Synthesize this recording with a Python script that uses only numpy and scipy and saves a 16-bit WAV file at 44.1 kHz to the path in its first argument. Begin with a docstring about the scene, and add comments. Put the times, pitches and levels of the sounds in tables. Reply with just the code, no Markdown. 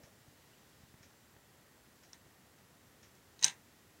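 """A hooked wooden lever snaps back against a small wooden mechanism, close by in a quiet room.
It grazes the frame, strikes hard and chatters to rest; lever and frame ring briefly.
Before that the catch ticks as it is eased off, with a few soft handling bumps, a rub and a rustle.
A clock ticks faintly once a second across the room, over a low rush and hiss."""
import sys
import numpy as np
from scipy import signal
from scipy.fft import rfft, irfft
from scipy.io import wavfile

SR = 44100
rng = np.random.default_rng(int(sys.argv[2]) if len(sys.argv) > 2 else 0)


def store_wav(level_fs):
    """Save 16-bit WAV to argv[1]."""
    pcm = np.round(np.clip(np.atleast_2d(level_fs), -1, 1) * 32767)
    wavfile.write(sys.argv[1], SR, pcm.T.astype(np.int16))


N = 4 * SR


def lever():
    """Each contact gives a pitched snap and a bright crack, rings the lever and shakes the frame."""
    # Lever contacts: start_s, snap_db, snap_hz, push_db
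    contacts = [(3.3924, -45.5, 4460, -40), (3.4127, -45.5, 6200, -34), (3.4247, -36, 2600, -18),
                (3.4268, -30.5, 6400, -25.5), (3.4279, -25, 6390, -30.5), (3.4330, -37, 6200, -35),
                (3.4361, -19.5, 4470, -23), (3.4437, -8, 5900, -14.5), (3.445, -14.5, 5900, -23),
                (3.4488, -14, 8290, -19.5), (3.4633, -25.5, 6340, -17.5), (3.4809, -27, 5860, -26.5),
                (3.4823, -27.5, 3400, -31), (3.4973, -34.5, 3400, -27.5)]
    # Lever modes: pitch_hz, level_db, t60_s
    modes = [(2986, -24.5, 0.031), (3730, -37, .025), (4043, -15, .025), (4900, -25, 0.021),
             (5900, -16.5, .028), (6320, -14.5, .02), (6700, -22, .035), (8505, -19.5, .02)]
    start_s, snap_db, snap_hz, push_db = np.transpose(contacts)
    return_s = .00087  # the shock runs along the lever and comes back inverted
    snaps = sum(ring(clicks(at_s, db) - clicks(at_s + return_s, db), hz, t60_s=.0039)
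                for at_s, db, hz, _ in contacts)
    arm = cut(snaps + struck_modes(start_s, snap_db, modes), 2200, "high")
    arm = cut(arm, 8260, "low", order=4)
    return arm + crack(start_s, snap_db, snap_hz) + frame(start_s, push_db)


def crack(start_s, snap_db, snap_hz):
    """A burst of treble noise per contact; harder, higher contacts crack more."""
    t60_s, db_per_octave = .005, 20.5
    t = np.arange(SR // 20) / SR
    burst = cut(rng.standard_normal(len(t)) * decay(t, t60_s), 10400, "high")
    level_db = snap_db - 27.5 + db_per_octave * np.log2(snap_hz / 5200)
    return signal.fftconvolve(clicks(start_s, level_db), burst)[:N]


def frame(start_s, push_db):
    """The frame answers each push with its low modes and a dense after-ring."""
    # Frame modes: pitch_hz, level_db, t60_s
    modes = [(156, -40.5, 0.079), (512, -47, 0.11), (887, -35.5, .15), (1055, -36.5, 0.089),
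             (1590, -36.5, .16), (1810, -36, .07), (2000, -39, .11), (2110, -38, .1)]
    # After-ring spectrum of frame and room: freq_hz, density_db
    spectrum = [(50, -38), (110, -14.5), (180, -10.5), (380, -18.5), (700, -15), (950, -4.5), (1350, -16),
                (1850, 2), (2450, -8), (2900, -7.5), (3300, -4.5), (3950, 0.5), (4600, -11.5), (5300, -6.5),
                (6500, -1), (7500, -10.5), (8700, -7), (10000, -20), (12000, -25), (16000, -32)]
    # After-ring decay: freq_hz, t60_s
    decays = [(150, 0.24), (1000, .19), (2000, .16), (4000, 0.11), (8000, .125)]
    after_ring = diffuse(clicks(start_s, push_db), spectrum, decays, build_s=.003)
    return cut(struck_modes(start_s, push_db, modes), 160, "high") + from_db(5.5) * after_ring


def catch():
    """The hook slips on its catch in tiny woody ticks, each nudging the frame."""
    # Slips of the hook: start_s, level_db, pitch_hz, t60_s
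    slips = [(.2850, -54, 6500, .004), (.5345, -57, 2880, .03), (2.1302, -48, 6400, .004),
             (2.1325, -34, 5600, 0.0047), (2.5870, -54, 5600, .004), (3.1535, -53, 6000, .004)]
    start_s, level_db, _, _ = np.transpose(slips)
    ticks = sum(ring(clicks(at_s, db), hz, t60_s) for at_s, db, hz, t60_s in slips)
    ticks = cut(cut(ticks, 3100, "high"), 8600, "low")
    wood = ring(clicks(start_s, level_db - 18), hz=1500, t60_s=.0044)
    return ticks + wood + frame(start_s, level_db - 5.5)


def handling():
    """Dull thuds topped by light knocks, a faint hollow rub and a rustle as the grip settles."""
    # Soft bumps: start_s, thud_db, knock_db
    bumps = [(0.037, -49, -66), (.281, -47, -59.5), (.835, -45, -57.5), (.942, -47.5, -50.5),
             (1.006, -49, -63), (1.365, -54, -54), (2.262, -60, -54)]
    # Knock modes: pitch_hz, level_db, t60_s
    knock_modes = [(440, -1.5, .012), (850, -1, 0.0076), (1740, -3, 0.0074)]
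    # Rub envelope: time_s, level_db
    rub_levels = [(0, -63), (.04, -67), (.085, -65), (.14, -88)]
    # Rustle envelope: time_s, level_db
    rustle_levels = [(0, -82), (.3, -75.5), (.8, -74.5), (1.3, -83), (4, -78.5)]
    # Rustle spectrum: freq_hz, density_db
    rustle_spectrum = [(800, -26.5), (2800, 0.5), (6500, -3.5), (10000, -16)]
    start_s, thud_db, knock_db = np.transpose(bumps)
    thuds = ring(clicks(start_s, thud_db), hz=134, t60_s=.03)
    knocks = struck_modes(start_s, knock_db, knock_modes)
    rub = envelope(rub_levels) * pitched_noise(hz=563, t60_s=.023)
    rustle = envelope(rustle_levels) * noise(rustle_spectrum, N)
    return cut(thuds + knocks + rub, 47, "high") + rustle


def clock():
    """Far ticks: a faint direct click, then its smear in the room."""
    # Clock ticks: start_s, level_db
    beats = [(.0335, -33), (1.0288, -32), (2.0335, -34), (3.0292, -32.5)]
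    # Tick spectrum in the room: freq_hz, density_db
    spectrum = [(300, -9), (550, 5.5), (900, -13), (1800, 1.5), (2700, -4), (4500, -7.5), (5800, 3),
                (6800, -2.5), (8300, -20), (15000, -30)]
    room_t60_s = .21
    ticks = clicks(*np.transpose(beats))
    direct = from_db(-23.5) * ring(ticks, hz=5900, t60_s=.0092)
    return direct + diffuse(ticks, spectrum, [(1000, room_t60_s)], build_s=.00078)


def room_tone():
    """Steady low rush and hiss with two thin whistles."""
    # Rush and hiss: freq_hz, density_db
    spectrum = [(20, -32), (35, -17), (55, -6.5), (80, 0), (130, -1), (250, -3.5), (500, -8.5), (1000, -12),
                (1550, -13), (1900, -14), (2300, -16.5), (4000, -19), (6500, -19.5), (8500, -22),
                (15500, -22.5)]
    # Whistles: pitch_hz, width_hz, level_db
    bands = [(1885, 140, -79.5), (7610, 80, -83)]
    whistles = sum(from_db(db) * pitched_noise(hz, t60_s=np.log(1000) / (np.pi * width_hz))
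                   for hz, width_hz, db in bands)
    return from_db(-64) * noise(spectrum, N) + whistles


def struck_modes(start_s, push_db, modes, spread_db=3.5):
    """Each push rings every mode with a random strength of its own."""
    scatter_db = spread_db * rng.standard_normal((len(start_s), len(modes)))
    return sum(ring(clicks(start_s, push_db + mode_db + scatter_db[:, k]), hz, t60_s)
               for k, (hz, mode_db, t60_s) in enumerate(modes))


def diffuse(x, spectrum, decays, build_s):
    """Pass x through a dense response that builds up, then dies away octave by octave."""
    size = SR // 2
    t = np.arange(size) / SR
    bins = rfft(noise(spectrum, size))
    freq_hz = np.arange(len(bins)) * SR / size
    octave = np.round(np.log2(np.maximum(freq_hz, 64)))
    tail = sum(irfft(bins * (octave == k), size) * decay(t, at_hz(decays, 2 ** k))
               for k in np.unique(octave))
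    response = rms_one(tail * (1 - np.exp(-t / build_s))) / np.sqrt(size)
    return signal.fftconvolve(x, response)[:N]


def ring(x, hz, t60_s):
    """Resonator: a unit click starts a decaying sine of height 1."""
    radius, angle = decay(1 / SR, t60_s), 2 * np.pi * hz / SR
    return signal.lfilter([0, np.sin(angle)], [1, -2 * radius * np.cos(angle), radius ** 2], x + 1e-18)


def clicks(start_s, level_db):
    """One impulse at each start."""
    impulses = np.zeros(N)
    np.add.at(impulses, np.round(np.asarray(start_s) * SR).astype(int), from_db(level_db))
    return impulses


def noise(spectrum, size):
    """Noise of a given spectrum, rms 1."""
    white = rfft(rng.standard_normal(size))
    freq_hz = np.arange(len(white)) * SR / size
    return rms_one(irfft(white * from_db(at_hz(spectrum, freq_hz)), size))


def pitched_noise(hz, t60_s):
    """Noise through one resonance, rms 1."""
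    return rms_one(ring(rng.standard_normal(N), hz, t60_s))


def envelope(levels):
    """A level curve as gain over time, silent after its end."""
    return from_db(np.interp(np.arange(N) / SR, *np.transpose(levels), right=-np.inf))


def decay(t, t60_s):
    """Gain falling 60 dB every t60_s."""
    return from_db(-60 * t / t60_s)


def cut(x, hz, kind, order=2):
    """Butterworth low- or high-pass."""
    return signal.sosfilt(signal.butter(order, hz, kind, fs=SR, output="sos"), x + 1e-18)


def at_hz(points, hz):
    """Read a table on a log-frequency axis."""
    freq_hz, values = np.transpose(points)
    return np.interp(np.log(hz + 1e-9), np.log(freq_hz), values)


def from_db(db):
    """Decibels to gain."""
    return 10 ** (np.asarray(db) / 20)


def rms_one(x):
    """Scale to unit rms."""
    return x / np.sqrt(np.mean(x ** 2) + 1e-20)


def scene():
    """All sources in one channel."""
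    return (room_tone() + clock() + handling() + catch() + lever())[None]


def record(dry):
    """Steep elliptic low-pass."""
    cutoff_hz = 15800
    return signal.sosfilt(signal.ellip(10, .1, 70, cutoff_hz, fs=SR, output="sos"), dry)


dry = scene()
out = record(dry)
store_wav(out)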